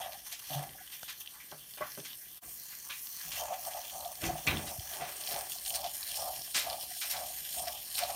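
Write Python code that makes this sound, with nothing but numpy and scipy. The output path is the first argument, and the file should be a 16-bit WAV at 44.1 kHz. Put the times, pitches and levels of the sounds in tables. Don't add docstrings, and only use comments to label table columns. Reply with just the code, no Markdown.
import sys
import numpy as np
from scipy import signal
from scipy.io import wavfile
from scipy.ndimage import uniform_filter1d

SR = 44100
rng = np.random.default_rng(int(sys.argv[2]) if len(sys.argv) > 2 else 0)


def elevation(decibels):
    levels = np.asarray(decibels, float)
    return 10 ** (levels / 20)


def wrap_up_sound(samples):
    columns = np.atleast_2d(samples).T
    tamed = np.clip(columns, -1, 1)
    steps = np.round(tamed * 32767).astype(np.int16)
    wavfile.write(sys.argv[1], SR, steps)


N = 359415
SCENE_CHANGE_S = 2.405

# start in seconds, port open in seconds, gurgle in dB,
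# port opening rate in dB/s, table shake in dB.
STROKES = [(0.0, 0.07, -39.5, 184, -66), (0.512, 0.089, -39, 905, -75), (3.42, 0.1, -37, 200, -64),
           (3.67, 0.11, -41, 400, -67), (3.96, .11, -42, 248, -63), (4.27, 0.077, -41.5, 292, -76),
           (4.48, 0.021, -40, 600, -74), (4.6, 0.11, -43, 300, -60), (4.98, 0.096, -41, 158, -69),
           (5.34, 0.056, -39.5, 145, -59), (5.74, 0.125, -41.5, 221, -60.5), (6.21, 0.082, -39, 196, -59.5),
           (6.665, 0.078, -37.5, 404, -60), (7.16, 0.06, -39, 199, -57.5), (7.593, 0.11, -40.5, 227, -58.5),
           (8.02, 0.1, -37, 300, -58.5)]


def steam():
    # centre in Hz, width in Hz, then level in dB at the first stand, second stand, turned to the front.
    metal = [(946, 470, 0.5, 2.5, -7), (1800, 510, 3.5, 1.5, -2.5), (2483, 506, -8, -3.5, -8.5),
             (3200, 667, 4.5, 2, 2.5), (3925, 230, -18, -20.5, -6.5), (4323, 620, 0.5, 1, 1.5),
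             (5375, 690, -4.5, -2.5, 3), (6035, 550, 1, 1, -5.5), (6816, 920, -8, -3.5, -1),
             (8905, 1380, -0.5, 1, 4.5), (9870, 1100, -6.5, -11, -1), (11280, 780, 1, 1, 2),
             (11750, 1320, 0, -0.5, 5), (13500, 4300, 0, -1, -0.5), (15300, 1200, -2, 4, 5)]
    turn_s = (4.7, 6)
    leak_db, sputter_db = valve()
    jet_grains = grains(per_s=370.0 * elevation(1.5 * (leak_db + 46.0)), spread_db=9.5)
    jet = rng.standard_normal(N) + 0.51 * band(jet_grains, 6400, 10000, order=1)
    wet = rng.standard_normal(N) + 0.35 * grains(per_s=600.0 * elevation(5.5 * drift(17.0)), spread_db=5.5)
    surge = drift(60.0)
    leak = elevation(leak_db + 1.0 + 1.0 * surge) * band(jet, 9870, 9000, order=1)
    sputter = elevation(sputter_db + 4.0 + 2.24 * surge) * band(wet, 3600, 5260, order=1)
    source = leak + sputter + elevation(7.0) * band(spits(), 3400, 2000) + ticks()
    t = np.arange(N) / SR
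    out = np.zeros(N)
    for k, (hz, width_hz, first_db, second_db, front_db) in enumerate(metal):
        stand_db = np.where(t < SCENE_CHANGE_S, first_db, np.interp(t, turn_s, [second_db, front_db]))
        wander_db = (1.67 + 2500 / hz) * drift(7.6) + 0.57 * drift(3.7)
        out += (-1) ** k * elevation(stand_db + wander_db) * band(source, hz, width_hz)
    return out


def valve():
    # time in seconds, leak in dB, sputter relative to the leak in dB.
    pressure = [(0.0, -48, -6.5), (0.8, -49, -10.5), (1.5, -49.5, -10), (2.38, -47.5, -14.5),
                (2.44, -45, -14.5), (2.85, -45, -15), (3.15, -42.5, -40), (3.5, -47.5, -6.5),
                (3.8, -44.5, -5), (4.15, -45, -15), (4.45, -46.5, -7), (4.58, -43, -4), (4.8, -44.5, -11),
                (4.95, -41.5, -2), (5.03, -47.5, -4.5), (5.6, -45.5, -4.5), (7.0, -45, -3.5),
                (8.15, -45.5, -4.5)]
    # time of the top in seconds, leak in dB, sputter in dB, build-up in seconds.
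    swells = [(0.0, -50, -45, 0.19), (.27, -44, -50, .03), (.33, -41, -57, .03), (.54, -41, -43, 0.09),
              (0.945, -44.5, -48, 0.067), (1.04, -43.5, -71, 0.035), (1.102, -43, -48, 0.038),
              (1.215, -43.5, -59, 0.03), (1.882, -48.5, -49, 0.12), (2.063, -46.5, -51.5, 0.14),
              (3.38, -42, -43.5, 0.21), (3.538, -57, -41, 0.028), (3.663, -40.5, -55, 0.066),
              (3.9, -47, -48, 0.02), (4.26, -40.5, -36.5, 0.04), (4.38, -43, -46, 0.023),
              (4.49, -40, -48, 0.072), (5.3, -40, -45, 0.18), (5.52, -39.5, -61, 0.024),
              (5.689, -37.5, -66, 0.055), (5.76, -38.5, -39, 0.045), (5.95, -44.5, -72, 0.055),
              (6.17, -40.5, -41.5, 0.13), (6.583, -37.5, -36, 0.039), (6.9, -49, -69, 0.049),
              (7.03, -44, -48, .05), (7.115, -38, -42, 0.038), (7.581, -43, -41, 0.049),
              (7.545, -44, -46, 0.07), (7.99, -40, -45, 0.084)]
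    climb_db, fall_share = 13.5, 0.8
    leak_db, wet_db = in_time(pressure)
    top_s, top_db, spit_db, build_s = np.transpose(swells)
    rise = climb_db / build_s
    fall = rise / fall_share
    leak = np.hypot(elevation(leak_db), humps(top_s, 0, top_db, rise, fall))
    sputter = np.hypot(elevation(leak_db + wet_db), humps(top_s, 0, spit_db, rise, fall))
    return 20 * np.log10(leak), 20 * np.log10(sputter)


def spits():
    # start in seconds, peak in dB.
    drops = [(0.1212, -28.5), (0.5317, -28), (0.5392, -30), (0.6908, -32.5), (0.9213, -41), (7.112, -27),
             (1.2146, -32), (1.2735, -30), (3.3184, -26), (4.0477, -31), (4.2393, -22.5), (4.4742, -18),
             (4.57, -20), (5.2365, -25.5), (5.2729, -23), (5.3098, -23.5), (5.5189, -22), (5.7039, -23.5),
             (5.7404, -24), (6.0287, -22), (6.1424, -26), (6.5525, -22), (6.7283, -23.5), (7.1651, -25),
             (7.4885, -21), (7.5278, -28.5), (7.9129, -31.5), (7.9803, -21), (8.0346, -23), (8.104, -28.5)]
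    t60_s, rise_s = 0.009, 0.0006
    out, t = np.zeros(N), np.arange(SR // 10) / SR
    for s, db in drops:
        puff = elevation(-60 * t / t60_s) * np.minimum(t / rise_s, 1) * rng.standard_normal(len(t))
        add_at(out, s, elevation(db) * puff / np.abs(puff).max())
    return out


def ticks():
    # start in seconds, peak in dB, centre in Hz.
    droplets = [(0.1312, -32, 3370), (0.5049, -32, 4176), (0.733, -43, 3619), (0.875, -40.5, 3529),
                (0.9007, -42, 3742), (1.2598, -40, 3900), (1.5137, -40.5, 4000), (1.7361, -39, 4206),
                (1.9181, -35, 3837), (1.9502, -38, 4304), (2.0004, -37, 3853), (2.1302, -37.5, 3775),
                (2.9009, -41, 3106), (3.069, -35, 4055), (3.2127, -35, 4361), (3.409, -30, 4758),
                (3.4546, -33, 3965), (3.6266, -43, 3840), (3.65, -32, 4688), (3.7344, -35, 4050),
                (3.8966, -37, 4060), (4.0079, -36.5, 3894), (4.1541, -35.5, 4318), (4.2164, -32, 4530),
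                (4.381, -39, 3599), (4.3915, -39, 4270), (4.5157, -36, 3051), (4.7954, -33, 4207),
                (4.8744, -38, 3430), (4.8914, -36, 4801), (4.9356, -35, 4895), (4.9682, -35, 4521),
                (5.0231, -43, 3379), (5.1199, -42, 3365), (5.342, -31, 3300), (5.3608, -30, 3300),
                (5.4085, -31, 3300), (5.584, -36, 4250), (5.65, -31, 3947), (5.6606, -32, 4030),
                (5.6783, -29, 4030), (5.747, -28, 4002), (5.791, -35, 3849), (5.8168, -37, 4245),
                (5.8416, -33, 3520), (5.862, -34, 3791), (6.169, -38, 4433), (6.418, -32.5, 4413),
                (6.6986, -28, 4059), (6.7074, -31, 3521), (6.8095, -34, 4609), (7.0146, -34, 3722),
                (7.1, -32, 4542), (7.1752, -38, 4709), (7.4494, -34, 4516), (7.5946, -32, 4515),
                (7.6701, -44, 3615), (7.6813, -30, 3500), (7.953, -33, 4197), (7.9724, -34, 4792)]
    t60_s, rise_s, width_share, gain_db = 0.009, 0.0008, 0.6, 2.5
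    out, t = np.zeros(N), np.arange(SR // 40) / SR
    for s, db, hz in droplets:
        puff = elevation(-60 * t / t60_s) * np.minimum(t / rise_s, 1) * rng.standard_normal(len(t))
        crack = band(puff, hz, width_share * hz, order=1)
        add_at(out, s, elevation(db + gain_db) * crack / np.abs(crack).max())
    return out


def exhaust():
    # centre in Hz, width in Hz, level in dB.
    pipe_modes = [(705, 137, 1), (800, 79, -9), (617, 104, -1.5), (900, 110, -4.5), (1140, 220, -3),
                  (520, 100, -10)]
    # time in seconds, peak in dB, pitch in Hz.
    slugs = [(0.061, -33, 742), (0.151, -39, 780), (0.33, -48.5, 703), (0.516, -35, 733), (0.808, -44, 746),
             (0.592, -32, 730), (2.425, -48, 705), (3.522, -26, 693), (3.68, -31, 684), (3.79, -32.5, 722),
             (3.944, -44, 708), (4.057, -27.5, 705), (4.222, -38, 627), (4.295, -22, 720),
             (4.354, -33, 690), (4.59, -41, 714), (5.019, -28, 710), (5.354, -31.5, 790), (5.735, -38, 670),
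             (5.846, -26, 719), (6.101, -46, 693), (6.209, -35, 709), (6.274, -33, 668), (6.666, -31, 685),
             (6.911, -39.5, 723), (7.587, -37, 719), (7.672, -28, 688), (8.03, -21.5, 705),
             (8.06, -46, 696), (8.095, -34, 775)]
    # time in seconds, peak in dB, pitch in Hz.
    blips = [(0.002, -33, 680), (0.0164, -33, 743), (0.0304, -38, 735), (0.0848, -35, 699),
             (0.5687, -34, 734), (0.6685, -40, 754), (0.7478, -51, 763), (2.4764, -50, 700),
             (3.4207, -41, 744), (3.4686, -40, 775), (3.504, -28, 710), (3.5345, -31, 722),
             (3.5868, -39, 730), (3.7091, -42, 721), (3.7515, -46, 723), (3.953, -35.5, 695),
             (4.1106, -43, 693), (4.2349, -43, 673), (4.2633, -35, 758), (4.3641, -33, 701),
             (4.3815, -40, 744), (4.5217, -31, 770), (4.5995, -43, 750), (4.6374, -41, 730),
             (4.6564, -41, 750), (4.6923, -41.5, 738), (4.7607, -41, 705), (4.8006, -44, 714),
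             (4.9108, -48, 710), (5.0315, -32, 727), (5.0854, -42, 722), (5.283, -38, 720),
             (5.3139, -43, 734), (5.4112, -40, 777), (5.5549, -43, 704), (5.6676, -43, 758),
             (5.7664, -45, 740), (5.8347, -41, 741), (5.8582, -30, 707), (5.8691, -38, 740),
             (6.2179, -30.5, 705), (6.2987, -35, 708), (6.3825, -45, 744), (6.4733, -49, 701),
             (6.6853, -40, 724), (6.7023, -36, 693), (6.7282, -37, 763), (6.7382, -34, 735),
             (6.7781, -38, 795), (6.8, -47, 751), (6.9612, -46, 736), (7.041, -44.5, 691),
             (7.1078, -47, 730), (7.1557, -37, 756), (7.1822, -37, 783), (7.2131, -35, 730),
             (7.2994, -40, 698), (7.5982, -34, 728), (7.692, -35, 715), (8.1255, -39, 730)]
    puffs = 0.5 * grains(per_s=220.0, spread_db=1.0) + rng.standard_normal(N)
    column = np.zeros(N)
    for k, (hz, width_hz, db) in enumerate(pipe_modes):
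        column += (-1) ** k * elevation(db) * band(puffs, hz, width_hz)
    column = column / uniform_filter1d(column ** 2, size=700) ** 0.4
    out = elevation(-5.5) * exhaust_flow() * rms_one(column * 0.65 + band(column, 725, 340))
    add_bubbles(out, slugs, swell_s=0.009, stop_s=0.0055, gain_db=-5.0)
    add_bubbles(out, blips, swell_s=0.0045, stop_s=0.0045, gain_db=-3)
    return out


def exhaust_flow():
    idle_db, port_shuts_db_per_s = -77, 165
    gurgle_db, gurgle_per_s = 2, 31
    breakup_below_db, breakup_per_db = -50.5, 0.0887
    flick_s, trickle_db, trickle_swing_db, trickle_per_s = 3.6, -74, 6, 16
    s, held, db, opens, _ = np.transpose(STROKES)
    flow = elevation(idle_db) + humps(s, held, db, opens, port_shuts_db_per_s)
    weak_db = np.clip(breakup_below_db - 20 * np.log10(flow), 0, 12)
    depth_db = gurgle_db * (1.5 + breakup_per_db * weak_db)
    flow *= elevation(depth_db * np.clip(drift(gurgle_per_s), -2.5, 1.6))
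    running = np.arange(N) > flick_s * SR
    return flow + running * elevation(trickle_db + trickle_swing_db * drift(trickle_per_s))


def add_bubbles(out, rows, swell_s, stop_s, gain_db):
    t = np.arange(SR // 15) / SR
    swell = np.exp(-((t - .04) / np.where(t < .04, swell_s, stop_s)) ** 2)
    for s, db, hz in rows:
        add_at(out, s - .033, elevation(db + gain_db) * swell * np.sin(2 * np.pi * hz * t))


def knocks():
    # start in seconds, peak in dB, centre in Hz, width in Hz, t60 in seconds.
    knock_rows = [(.775, -45, 1700, 600, 0.31), (.921, -37, 2900, 2400, .2), (1.331, -50, 1100, 400, 0.51),
                  (1.399, -40.5, 2100, 600, 0.17), (1.517, -36, 670, 830, 0.15),
                  (1.775, -39, 740, 1400, 0.17), (1.8082, -23, 620, 400, 0.05),
                  (1.813, -29, 1150, 1000, 0.24), (1.977, -35.5, 330, 430, 0.11),
                  (2.429, -46.5, 1500, 2200, 0.16), (2.722, -37, 1790, 1800, 0.093),
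                  (2.89, -38.5, 1170, 590, 0.21), (2.894, -29.5, 2660, 2300, 0.3),
                  (3.199, -41, 1850, 500, 0.12), (4.221, -31, 1530, 2200, 0.48),
                  (4.466, -20, 2400, 1500, 0.27), (4.47, -27, 1150, 1300, 0.45),
                  (4.899, -43, 1200, 1000, 1.4), (4.998, -32.5, 1800, 2400, 0.6),
                  (7.13, -33.5, 1330, 1400, 0.29), (5.289, -44, 410, 95, 0.62),
                  (4.92, -47.5, 400, 140, 1.7), (4.468, -30, 3600, 730, 0.34), (6.545, -35, 700, 890, 0.38),
                  (5.3, -38.5, 1500, 1400, 0.8), (1.974, -39, 1300, 980, 0.11),
                  (4.467, -23, 7000, 3200, .04), (1.773, -40, 2200, 1400, 0.11),
                  (.56, -43.5, 1070, 480, 0.48), (5.82, -42, 710, 300, 0.33)]
    out = np.zeros(N)
    for s, db, hz, width_hz, t60_s in knock_rows:
        add_at(out, s, rattle(db, hz, width_hz, t60_s, rise_s=0.022 * t60_s, hold=1))
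    return out


def gushes():
    # start in seconds, peak in dB, centre in Hz, t60 in seconds.
    gush_rows = [(.315, -31.5, 3960, 0.22), (.6, -48, 3000, 0.53), (1.079, -32, 2500, 0.22),
                 (2.047, -31.5, 3250, 0.13), (3.315, -29, 3730, 0.18), (5.658, -23.5, 3940, 0.05),
                 (5.695, -53, 3980, 0.064), (5.736, -28, 4030, 0.095), (5.84, -33, 3300, 0.13),
                 (6.542, -18, 3600, 0.29), (6.57, -32, 3000, 0.54), (7.01, -27, 2800, 0.25),
                 (7.096, -29, 4770, 0.36), (7.667, -27, 3120, 0.081), (7.976, -26.5, 3000, 0.36),
                 (8.094, -31, 3280, 0.1), (4.665, -31, 3200, 0.16), (6.595, -40, 3000, 0.17),
                 (3.827, -39, 2800, 0.11), (6.14, -43, 4000, 0.18)]
    out = np.zeros(N)
    for s, db, hz, t60_s in gush_rows:
        add_at(out, s, rattle(db, hz, 1.62 * hz, 0.84 * t60_s, rise_s=0.0053, hold=1.3))
    return out


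def rattle(db, hz, width_hz, t60_s, rise_s, hold):
    # centre in Hz, width in Hz, level in dB.
    tin_modes = [(965, 130, -14), (1600, 310, -8), (1975, 12, -8), (2260, 23, 0), (2500, 83, 2),
                 (3150, 89, -1), (3830, 40, 1)]
    t = np.arange(SR // 2) / SR
    uneven_db = 5.3 * np.clip(rng.standard_normal(len(t)), -3, 1.7)
    rough = rng.standard_normal(len(t)) * elevation(uneven_db)
    tin = np.zeros(len(t))
    for mode_hz, mode_width_hz, mode_db in tin_modes:
        tin += elevation(mode_db + rng.normal(0, 0.72)) * rms_one(band(rough, mode_hz, mode_width_hz, order=1))
    shape = (1 - np.exp(-t / rise_s)) * elevation(-60 * (t / t60_s) ** hold)
    return elevation(db - 9.0) * rms_one(band(rms_one(rough) + 0.03 * tin, hz, width_hz)) * shape


def tray_clangs():
    # mode in Hz, level in dB, t60 in seconds.
    clang_modes = [(1000, -6, 0.17), (1190, -8, .11), (1693, -12, 0.12), (2005, -8, 0.1), (2220, -4, 0.12),
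                   (2490, -4, 0.12), (2660, -3, 0.095), (2778, -9.5, 0.044), (2330, 0, 0.1),
                   (3400, -11, 0.1), (4250, -13, 0.12), (5168, -21, .1)]
    # time in seconds, level in dB.
    strikes = [(2.898, -53), (2.91, -51), (4.468, -44), (4.4745, -33), (4.496, -47), (4.485, -40),
               (4.508, -42), (4.53, -57)]
    return clang(clang_modes, strikes)


def base_raps():
    # mode in Hz, level in dB, t60 in seconds.
    plate_modes = [(606, -1.5, 0.082), (1117, -5, 0.077), (1308, -14, .1), (1560, -1, 0.05),
                   (2003, -13, .1)]
    # time in seconds, level in dB.
    raps = [(1.518, -50), (1.774, -50), (1.8085, -42), (1.8165, -39), (1.822, -37), (1.974, -50)]
    return clang(plate_modes, raps)


def lever_snap():
    # mode in Hz, level in dB, t60 in seconds.
    lever_modes = [(900, -12, 0.005), (1637, -1, 0.006), (3359, -4, 0.006), (4600, -5, .005),
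                   (6000, -6, 0.005)]
    # time in seconds, level in dB.
    clicks = [(1.0316, -30), (1.033, -36)]
    return clang(lever_modes, clicks)


def clang(modes, hits):
    out, t = np.zeros(N), np.arange(SR // 3) / SR
    hz, mode_db, t60_s = np.transpose(modes)[:, :, None]
    for s, db in hits:
        level_db = db + mode_db + 3.0 * rng.standard_normal(hz.shape)
        add_at(out, s, np.sum(elevation(level_db - 60 * t / t60_s) * np.sin(2 * np.pi * hz * t), axis=0))
    return out


def table():
    # centre in Hz, width in Hz, level in dB.
    wood_modes = [(143, 33, 3.5), (208, 65, 1.5), (281, 46, -4.5), (333, 33, -10.5), (510, 430, 0)]
    # start in seconds, peak in dB, mode in Hz, rise in seconds, t60 in seconds.
    thumps = [(.5, -33, 143, 0.037, 0.28), (0.551, -22, 143, 0.023, 0.2), (.5, -47.5, 278, 0.0071, 0.23),
              (1.521, -47.5, 150, 0.01, 0.21), (1.832, -59, 136, .01, 0.17),
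              (1.975, -42, 170, 0.0031, 0.074), (2.003, -46, 143, 0.0057, 0.12),
              (2.451, -65, 143, 0.0094, 0.18), (3.245, -51, 164, 0.01, 0.25),
              (4.226, -29.5, 333, 0.037, 0.3), (4.254, -35, 160.6, 0.012, .3),
              (4.319, -32, 155, 0.011, 0.17), (4.47, -32.5, 87.2, 0.025, 0.53),
              (4.515, -35.5, 155, 0.0081, 0.27), (4.784, -25, 100, 0.004, 0.044)]
    deep_gain, wood_gain = shaking()
    shake = rng.standard_normal(N) + 0.77 * grains(per_s=60.0, spread_db=3.0)
    deep = rms_one(band(rng.standard_normal(N), 48.7, 43.0))
    wood = sum(elevation(db) * rms_one(band(shake, hz, width_hz, order=1)) for hz, width_hz, db in wood_modes)
    out = deep_gain * deep + wood_gain * rms_one(band(wood, 253, 770))
    t = np.arange(SR // 2) / SR
    for s, db, hz, rise_s, t60_s in thumps:
        shape = elevation(db - 60 * t / t60_s) * (1 - np.exp(-t / rise_s))
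        add_at(out, s, shape * np.sin(2 * np.pi * hz * t))
    return out


def shaking():
    # start in seconds, held in seconds, deep shudder in dB, wood rattle in dB.
    shoves = [(.52, 0.18, -65, -62.5), (1.52, 0.016, -81, -64), (1.82, 0.017, -75, -60.5),
              (1.99, 0.012, -72, -56), (2.45, 0.026, -64, -64.5), (3.28, 0.022, -55.5, -67),
              (4.23, 0.062, -45, -43.5), (4.474, 0.072, -44, -39), (4.62, 0.042, -54, -53),
              (4.8, 0.0084, -56, -68), (5.01, 0.025, -63, -59), (5.33, 0.019, -96, -71),
              (6.38, .01, -84, -70), (6.56, 0.016, -80, -62)]
    deep_idle_db, wood_idle_db, stroke_wood_db = -74.5, -71.5, -7
    shove_rise_db_per_s, shove_fall_db_per_s = 900, 198
    s, *_, db = np.transpose(STROKES)
    running = humps(s, 0, db, rise_db_per_s=167, fall_db_per_s=56)
    s, held, deep_db, wood_db = np.transpose(shoves)
    deep = humps(s, held, deep_db, shove_rise_db_per_s, shove_fall_db_per_s)
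    wood = humps(s, held, wood_db, shove_rise_db_per_s, shove_fall_db_per_s)
    return elevation(deep_idle_db) + running + deep, elevation(wood_idle_db) + elevation(stroke_wood_db) * running + wood


def room(x):
    t60_s, echo_db, dull_hz = 0.13, -6.5, 3000
    t = np.arange(SR // 4) / SR
    echoes = rng.standard_normal(len(t)) * elevation(-60 * t / t60_s) * (t > .002)
    dull = signal.lfilter(*signal.butter(1, dull_hz, fs=SR), x)
    return x + elevation(echo_db) * signal.fftconvolve(dull, echoes / np.linalg.norm(echoes))[:N]


def room_air():
    return elevation(-74.5) * rms_one(band(rng.standard_normal(N), 970, 2300))


def add_at(out, start_s, sound):
    at = round(start_s * SR)
    first = max(at, 0)
    out[first:at + len(sound)] += sound[first - at:N - at]


def in_time(rows):
    s, *columns = np.transpose(rows)
    return [np.interp(np.arange(N) / SR, s, c) for c in columns]


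def humps(start, held, db, rise_db_per_s, fall_db_per_s):
    t = np.arange(0, N, 16) / SR
    power = np.zeros(len(t))
    for s, hold, top_db, rise, fall in np.broadcast(start, held, db, rise_db_per_s, fall_db_per_s):
        drop_db = rise * np.maximum(s - t, 0) + fall * np.maximum(t - s - hold, 0)
        power += elevation(2 * (top_db - drop_db))
    return np.interp(np.arange(N) / SR, t, np.sqrt(power))


def rms_one(x):
    return x / np.sqrt(np.mean(x ** 2) + 1e-20)


def drift(rate_hz):
    r = np.exp(-20 * np.pi * rate_hz / SR)
    slow = signal.lfilter([1], [1, -2 * r, r * r], rng.standard_normal(N // 10 + 4002))[4000:]
    return np.interp(np.arange(N) / 10, np.arange(len(slow)), rms_one(slow))


def band(x, hz, width_hz, order=2):
    low = np.sqrt(hz ** 2 + width_hz ** 2 / 4) - width_hz / 2
    high = min(low + width_hz, .45 * SR)
    return signal.sosfilt(signal.butter(order, [low, high], "band", fs=SR, output="sos"), x)


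def grains(per_s, spread_db):
    sizes = elevation(spread_db * np.minimum(rng.exponential(1, N), 3)) * rng.choice([-1, 1], N)
    return rms_one(sizes * (rng.random(N) < per_s / SR)) + 1e-18


def scene():
    pipe_room_share = 0.33
    pipe = exhaust()
    struck = knocks() + gushes() + tray_clangs() + base_raps()
    echoing = room(steam() + pipe_room_share * pipe + struck)
    direct = (1 - pipe_room_share) * pipe + table() + lever_snap() + room_air()
    return (echoing + direct)[None]


def top_cut(x):
    return signal.sosfilt(signal.butter(12, 15760, fs=SR, output="sos"), x)


def record(dry):
    dip_db, fade_s = -33, 0.033
    thin = signal.sosfilt(signal.butter(4, 52.0, "high", fs=SR, output="sos"), dry)
    away = np.abs(np.arange(N) / SR - SCENE_CHANGE_S) / fade_s
    return top_cut(thin * elevation(dip_db * np.clip(1 - away, 0, 1) ** 2))


dry = scene()
out = record(dry)
wrap_up_sound(out)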